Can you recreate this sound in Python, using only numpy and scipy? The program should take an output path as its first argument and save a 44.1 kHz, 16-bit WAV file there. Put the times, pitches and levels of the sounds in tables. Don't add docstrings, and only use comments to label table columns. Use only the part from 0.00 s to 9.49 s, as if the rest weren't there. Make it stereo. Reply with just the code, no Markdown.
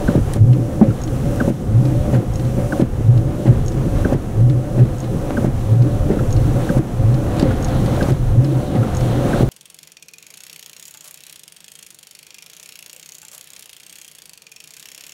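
import sys
import numpy as np
from scipy import signal
from scipy.fft import rfft, irfft, next_fast_len
from scipy.io import wavfile
from scipy.ndimage import uniform_filter1d, map_coordinates

SR = 44100
rng = np.random.default_rng(int(sys.argv[2]) if len(sys.argv) > 2 else 0)


def wrap_up_sound(samples):
    columns = np.atleast_2d(samples).T
    tamed = np.clip(columns, -1, 1)
    steps = np.round(tamed * 32767).astype(np.int16)
    wavfile.write(sys.argv[1], SR, steps)


N = 418509

FIRST_TURN_S, CYCLE_S = .081, 1.3218
# time_s, rumble_db, patter_db, grip_db
WEATHER = [(0.0, -19, 1, 1), (0.63, -21.5, -1.5, -0.5), (1.5, -23, -0.5, 1.5), (3.1, -23, -0.5, -2),
           (3.91, -21.5, 0.5, 1), (4.46, -25, 0, -1.5), (6.58, -20, 0.5, 2), (7.16, -24.5, 1, 0),
           (7.42, -17, 5, 3.5), (8.35, -23.5, 1, -0.5), (9.49, -22, 3, 4)]
# after_top_turn_s, whine_hz, over_background_db, arm_over_drag_db
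WIPER_DRIVE = [(0, 576.6, 17.5, -16), (.09, 544.6, 18.5, -31), (.15, 499.7, 4.5, -41), (.27, 520, 13, -16),
               (.4, 559, 18.5, -9.5), (.47, 573.9, 16.5, 5.5), (.56, 578.7, 19, 0),
               (.64, 597.3, 17.5, -13.5), (.72, 584, 19, -3), (.77, 534.7, 24, -3.5), (.9, 500, 9, -31),
               (1.0, 517.7, 16, 2), (1.12, 548.8, 10.5, -30), (1.2, 570, 19, -11),
               (1.3218, 586.6, 13.5, -1)]
# start_s, level_db
SWITCH_SNAPS = [(1.037, -15.5), (2.357, -17), (3.6815, -15), (5.0035, -19), (6.327, -14), (7.646, -12),
                (8.969, -12.5)]


def amp(db):
    return 10 ** (np.asarray(db) / 20)


def unit(x):
    return x / np.sqrt(np.mean(x ** 2) + 1e-20)


def along(points, hz):
    f, v = np.transpose(points)
    return np.interp(np.log(hz + 1), np.log(f + 1), v)


def curves(rows):
    s, *cols = np.transpose(rows)
    return [np.interp(np.arange(N) / SR, s, c) for c in cols]


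def per_wipe(rows):
    s, *cols = np.transpose(rows)
    return [np.interp((np.arange(N) / SR - FIRST_TURN_S) % CYCLE_S, s, c) for c in cols]


def wobble(rate):
    return map_coordinates(rng.standard_normal(int(N * rate / SR) + 4), [np.arange(N) * rate / SR])


def filtered(x, response):
    m = next_fast_len(N + SR // 2)
    return irfft(rfft(x, m) * response(np.fft.rfftfreq(m, 1 / SR)), m)[..., :N]


def noise():
    return rng.standard_normal((2, N))


def band(centre_hz, half_width_hz):
    return unit(filtered(noise(), lambda hz: 1 / (1 + ((hz - centre_hz) / half_width_hz) ** 4)))


def coloured(pair, spectrum):
    # frequency_hz, correlation
    likeness = [(40, 0.83), (130, 0.96), (300, 0.95), (640, 0.61), (1400, 0.21), (2500, 0)]
    # frequency_hz, left_over_right_db
    lean = [(30, -4), (100, 0), (700, -2.5), (1300, 1), (4400, -3), (9000, 0.5)]

    def mid_side(hz):
        angle = np.arccos(np.clip(along(likeness, hz), -1, 1)) / 2
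        return amp(along(spectrum, hz)) * [np.cos(angle), np.sin(angle)]

    mid, side = filtered(pair, mid_side)
    stereo = np.array([mid + side, mid - side])
    return unit(filtered(stereo, lambda hz: amp(along(lean, hz) * [[.5], [-.5]])))


def spatter(per_second, spread_db):
    hits = rng.random((2, N)) < per_second / SR
    return unit(hits * amp(spread_db * rng.exponential(size=(2, N))) * noise())


def ring(hz, t60, t, attack_s):
    return amp(-60 * t / t60) * (1 - np.exp(-t / attack_s)) * np.sin(2 * np.pi * hz * t)


def swell(t, s, db, held_s, rise_db_per_s, fall_db_per_s):
    return db - rise_db_per_s * np.maximum(s - t, 0) - fall_db_per_s * np.maximum(t - s - held_s, 0)


def add(track, s, sound, pan_db=0):
    part = track[:, round(s * SR):][:, :sound.shape[-1]]
    part += amp([[pan_db / 2], [-pan_db / 2]]) * sound[..., :part.shape[1]]


def cabin(x):
    # frequency_hz, t60_s
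    decay = [(200, .1), (2000, .07), (10000, .045)]
    hz, t, spectra = signal.stft(rng.standard_normal((2, SR // 4)), SR, nperseg=256)
    tail = signal.istft(spectra * amp(-60 * t / along(decay, hz)[:, None]), SR, nperseg=256)[1]
    return signal.fftconvolve(x, tail / np.linalg.norm(tail[0]), axes=1)[:, :N]


def background_level():
    # start_s, level_db
    dips = [(0, -45.5), (.165, -48.5), (.373, -52.5), (.837, -50), (1.502, -52), (1.77, -49.5),
            (2.17, -50.5), (2.824, -52), (3.087, -51.5), (3.493, -50.5), (4.144, -52.5), (4.412, -52.5),
            (4.81, -51.5), (5.467, -50.5), (5.739, -50.5), (6.113, -49), (6.791, -51.5), (7.1, -49),
            (7.428, -48.5), (8.112, -51.5), (8.364, -50.5), (8.8, -47.5), (9.432, -49)]
    drop_s, climb_db_per_s = 0.0091, 8.5
    (s, db), t = np.transpose(dips), np.arange(N) / SR
    last = np.clip(np.searchsorted(s, t, "right") - 1, 0, None)
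    return uniform_filter1d(db[last] + climb_db_per_s * (t - s[last]), round(drop_s * SR))


def rain():
    # frequency_hz, level_db
    hiss_spectrum = [(1060, -26), (1800, -55), (1990, -28), (2540, -4), (2750, -2), (3840, -9),
                     (4690, -8.5), (5870, -1.5), (7700, -4), (9830, -4), (15600, -12.5)]
    # frequency_hz, level_db
    patter_spectrum = [(240, -8), (400, -6), (561, -4), (617, -8.5), (723, -3.5), (874, -11.5), (1240, -13),
                       (1890, -19.5), (2040, -20.5), (5000, -35.5), (6500, -41), (11000, -120)]
    # frequency_hz, level_db
    rumble_spectrum = [(12, -41), (20, -8.5), (64, -14.5), (110, -10), (140, -14), (240, -120)]
    # time_s, over_background_db
    spray_levels = [(0, -7), (6, -5.5), (7.3, -4.5), (7.4, 4), (7.56, 0), (8.1, -1), (8.5, -2), (8.8, 0.5),
                    (9.49, 0)]
    background_db, (rumble_db, patter_db, _) = background_level(), curves(WEATHER)
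    fine, coarse = spatter(2500, spread_db=2.5), spatter(900, spread_db=2)
    hiss = amp(5 + 0.7 * wobble(14)) * coloured(noise() + 0.28 * fine, hiss_spectrum)
    patter = amp(16 + patter_db + 1.2 * wobble(18)) * coloured(noise() + 0.32 * coarse, patter_spectrum)
    dip_db = background_db - background_db.mean()
    rumble = amp(rumble_db + 0.18 * dip_db + 3.6 * wobble(9)) * coloured(noise(), rumble_spectrum)
    gusts = amp(2.2 * wobble(12))
    spray = amp(curves(spray_levels)[0] + [[-1.5], [1.5]]) * gusts * band(3600, 900)
    return amp(background_db) * (hiss + patter + spray) + rumble


def drops_and_clicks():
    # start_s, level_db, treble_db, pan_db
    drops = [(0.336, -30, 19, -11), (2.145, -41, 0, -17), (2.4494, -35, -20, -0.5), (2.812, -34, -21, -2),
             (3.7749, -38, -13, 3), (7.3664, -30, -8, -9), (7.3857, -34, 0, -12), (7.395, -20.5, -7, -13),
             (7.41, -31, -5, -9), (7.4233, -27, -9, -16), (7.8603, -28, 2, -12), (7.9626, -32, -22, -4.0),
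             (8.026, -26, 0, -12), (8.1196, -37, -5, -21), (8.4445, -30, -20, -13), (8.7525, -33, -5, -9)]
    # start_s, level_db
    joint_clicks = [(.5302, -33), (1.8523, -31), (3.1747, -30.5), (4.4966, -33), (5.821, -32),
                    (7.1407, -31.5)]
    joint = [(s, db, -12, -9) for s, db in joint_clicks]
    settling = [(s + 0.038, db - 16, -17, -3) for s, db in SWITCH_SNAPS]
    out, t = np.zeros((2, N)), np.arange(SR // 20) / SR
    dull_band = signal.butter(2, [800, 4800], "bandpass", fs=SR, output="sos")
    bright_band = signal.butter(2, [5500, 12000], "bandpass", fs=SR, output="sos")
    attack = 1 - np.exp(-t / 0.001)
    for s, db, treble_db, pan_db in drops + joint + settling:
        burst = rng.standard_normal((2, len(t)))
        dull = amp(-60 * t / 0.023) * unit(signal.sosfilt(dull_band, burst[0]))
        bright = amp(treble_db - 60 * t / 0.0035) * unit(signal.sosfilt(bright_band, burst[1]))
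        add(out, s, amp(db + 1.5) * attack * (dull + bright), pan_db)
    return out


def motor():
    hz, db, _ = per_wipe(WIPER_DRIVE)
    waver = amp(1.8 * wobble(25))
    phase = 2 * np.pi * np.cumsum(hz * (1 + .004 * wobble(25))) / SR
    whine = amp([[-5], [-3]]) * unit(waver * np.sin(phase))
    low, high = band(526, 34), band(744, 19)
    housing = amp(-10) * (low[0] + 1.4 * low) + amp(-11.5) * high
    return amp(background_level() + db) * (whine + housing)


def park_switch():
    # pitch_hz, level_db, t60_s
    modes = [(2800, -14, .01), (4300, -14, .008), (5600, -4, .012), (6550, -1, .016), (6900, -4, .01),
             (8200, -10, .008)]
    out, t = np.zeros((2, N)), np.arange(SR // 10) / SR
    housing = signal.butter(2, [2500, 9500], "bandpass", fs=SR, output="sos")
    openings = [(s - 0.02, db - 5.5) for s, db in SWITCH_SNAPS]
    for s, db in SWITCH_SNAPS + openings:
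        tones = sum(amp(level + rng.normal(0, 1.5)) * ring(hz, t60, t, .0003) for hz, level, t60 in modes)
        crack = signal.sosfilt(housing, rng.standard_normal(len(t))) * amp(-60 * t / .012)
        add(out, s, amp(db - 8.5) * (tones + 0.44 * crack), pan_db=-9.5)
    return out


def linkage_thumps():
    # start_s, first_db, second_db, third_db
    top_turns = [(.086, -4, -0.5, -1.5), (1.411, -4, -1, -4.5), (2.73, -2, 1, -0.5), (4.055, -3.5, 1, -2.5),
                 (5.378, -4.5, 0.5, -3), (6.701, -4, -1.5, -5.5), (8.019, -2, -1, -5),
                 (9.34, -10.5, -1.5, -3.5)]
    # delay_s, knock_db, rattle_db, t60_s
    top_blows = [(0, -15.5, -34, 0.052), (.067, -12, -29.5, 0.033), (.091, -24, -76, 0.06)]
    # start_s, level_db, t60_s, rattle_db
    other_blows = [(.357, -12, 0.099, -20), (.626, -23, .05, -30), (.813, -2, 0.088, -26),
                   (.869, -11, 0.038, -21), (2.08, -10, 0.046, -34), (2.131, -2, 0.051, -21.5),
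                   (2.154, -7, 0.038, -29), (2.577, -7, 0.053, -25), (3.007, -6, 0.032, -29),
                   (3.4, -13.5, 0.058, -25), (3.456, -7, 0.078, -17), (3.479, 0.5, 0.034, -36),
                   (4.78, -3, 0.056, -23.5), (6.103, -6, 0.071, -20.5), (6.134, -3, 0.037, -32),
                   (6.17, -6, 0.036, -28), (6.206, -9.5, 0.067, -25), (7.37, -21, .064, -26),
                   (7.428, 2, 0.03, -27), (7.459, -12, 0.034, -14.5), (8.75, -6.5, 0.074, -21),
                   (9.149, -16, 0.049, -22)]
    # pitch_hz, level_db, share_of_t60
    panel_modes = [(211, 11, 0.63), (265.7, 2.5, 0.95), (315.4, 4.5, 0.82), (374, 11.5, 0.26)]
    blows = [(s + delay, db, *makeup) for s, *levels in top_turns
             for db, (delay, *makeup) in zip(levels, top_blows)]
    blows += [(s, db, -15.5, rattle_db, t60) for s, db, t60, rattle_db in other_blows]
    out, t = np.zeros((2, N)), np.arange(SR // 7) / SR
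    rattle_band = signal.butter(2, [600, 2000], "bandpass", fs=SR, output="sos")
    rattle_shape = (t / .015) * np.exp(1 - t / .015)
    attack_s = .007
    for s, db, knock_db, rattle_db, t60 in blows:
        chance = rng.standard_normal((3, len(panel_modes)))
        for (hz, mode_db, share), size, detune, side in zip(panel_modes, *chance):
            panel = ring(hz * (1 + 0.037 * detune), t60 * share, t, attack_s)
            add(out, s, amp(db - 3 + mode_db + 3.86 * size) * panel, pan_db=0.99 * side)
        knock = ring(578, 1.09 * t60, t, attack_s) + 0.77 * ring(800, .5 * t60, t, attack_s)
        add(out, s, amp(db + 8.5 + knock_db) * knock, pan_db=-2.5)
        rattle = signal.sosfilt(rattle_band, rng.standard_normal((2, len(t)))) * rattle_shape
        add(out, s, amp(db + 4 + rattle_db) * rattle)
    return out


def blade_flips():
    # time_s, level_db, pitch_hz, pan_db
    chirps = [(0.081, -23, 1485, -3), (0.907, -33.5, 1375, -3), (1.404, -22, 1500, -4.5),
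              (2.7241, -23, 1490, -2), (4.05, -25.5, 1506, 3), (5.3715, -26, 1519, 4),
              (6.1913, -30.5, 1373, -4), (6.6937, -25, 1518, 2), (7.5086, -28.5, 1450, -1),
              (8.0098, -25.5, 1525, 4), (8.8321, -32, 1340, -7), (9.3337, -25.5, 1514, 0)]
    out, t = np.zeros((2, N)), np.arange(SR // 30) / SR
    glide = .14 * np.exp(-t / .003) - .32 * np.clip((t - .008) / .011, 0, 1)
    envelope = (t / .0045) * np.exp(1 - t / .0045)
    lag_rad = [[0], [-1.7]]
    for s, db, hz, pan_db in chirps:
        grip = uniform_filter1d(rng.standard_normal((2, len(t))), 90) * np.sqrt(90)
        at_top = np.cos(2 * np.pi * (s - FIRST_TURN_S) / CYCLE_S) > 0
        phase = 2 * np.pi * np.cumsum(hz * (1 + at_top * glide)) / SR
        roughness = (.25 if at_top else .7) * grip[0]
        squeak = envelope * (1 + 0.28 * grip[1]) * np.sin(phase + roughness + lag_rad)
        add(out, s - .003, amp(db + 8) * squeak, pan_db)
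    return out


def groan_level():
    # downstroke_peak_s, peak_db, held_s, tail_db, upstroke_db
    strokes = [(.42, -6.5, 0.11, -12, -19), (1.771, -4.5, .01, -13.5, -20.5),
               (3.085, -5, 0.093, -19, -20.5), (4.411, -5.5, 0.12, -18, -20.5),
               (5.729, -6, 0.089, -18, -15.5), (7.058, -6, 0.063, -18, -16.5),
               (8.38, -4.5, 0.016, -13.5, -15.5)]
    # centre_s, level_db
    shudders = [(.16, -14), (.9, -12), (1.5, -16), (2.168, -8.5), (2.83, -15.5), (3.5, -4.5), (4.15, -16),
                (4.812, -4), (5.47, -14.5), (6.21, -15), (6.79, -11.5), (7.5, -15), (8.11, -11),
                (8.24, -14.5), (8.801, -9.5), (9.439, -12)]
    tail_s, up_after_s, up_s, shudder_s = 0.21, .62, 0.25, 0.018
    judder_hz, judder_db = 11.5, 2
    t = np.arange(0, N, 32) / SR
    level = np.full(len(t), -32.0)
    for s, peak_db, held_s, tail_db, up_db in strokes:
        throb = judder_db * (np.cos(2 * np.pi * judder_hz * (t - s)) - 1)
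        for part in [(s, peak_db, held_s), (s, tail_db, tail_s), (s + up_after_s, up_db, up_s)]:
            level = np.maximum(level, swell(t, *part, rise_db_per_s=200, fall_db_per_s=203) + throb)
    for s, db in shudders:
        shudder = swell(t, s - shudder_s / 2, db, shudder_s, rise_db_per_s=452, fall_db_per_s=452)
        level = np.maximum(level, shudder)
    return np.interp(np.arange(N) / SR, t, level)


def blades():
    # after_top_turn_s, pitch_hz
    groan_pitch = [(0, 124), (.1, 132.2), (.25, 115.7), (.33, 108.7), (.4, 119.6), (.46, 127), (.62, 118),
                   (.76, 124), (.9, 120.4), (1.05, 125), (1.3218, 122)]
    # after_top_turn_s, level_db
    drag_levels = [(0, -24.5), (.15, -32), (.3, -28), (.5, -27.5), (.65, -28.5), (.78, -22), (.92, -31),
                   (1.1, -26), (1.25, -25.5), (1.3218, -29.5)]
    # frequency_hz, level_db
    drag_spectrum = [(82, -53), (140, -4), (188, -7), (297, -10.5), (440, -17), (480, -18.5), (620, -30),
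                     (1060, -120)]
    groan_db, hz = groan_level(), per_wipe(groan_pitch)[0]
    drag_db, arm_db = per_wipe(drag_levels)[0] + curves(WEATHER)[2], per_wipe(WIPER_DRIVE)[2]
    phase = 2 * np.pi * np.cumsum(hz * (1 + 0.03983 * wobble(25))) / SR
    tone = amp(groan_db + 1.5 + 1.45 * wobble(28)) * (np.sin(phase) + 0.061 * np.sin(2 * phase))
    groan = tone * amp([[.4], [-.4]]) + amp(groan_db - 11) * band(138, 19)
    arm_noise = band(306, 31)
    arm = amp(arm_db - 1.5) * (arm_noise[0] + 0.18 * arm_noise)
    rubbing = amp(2.5 + 1.68 * wobble(22)) * coloured(noise(), drag_spectrum)
    return groan + amp(drag_db) * (rubbing + arm)


def scene():
    clicks = drops_and_clicks() + park_switch()
    turns = linkage_thumps() + blade_flips()
    echo = cabin(amp(-4) * clicks + amp(-15) * turns)
    return clicks + turns + echo + blades() + motor() + rain()


def record(dry):
    ceiling, top_hz = .9, 15725
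    rounded = dry / (1 + np.abs(dry / ceiling) ** 5) ** (1 / 5)
    return filtered(rounded, lambda hz: hz < top_hz)


dry = scene()
out = record(dry)
wrap_up_sound(out)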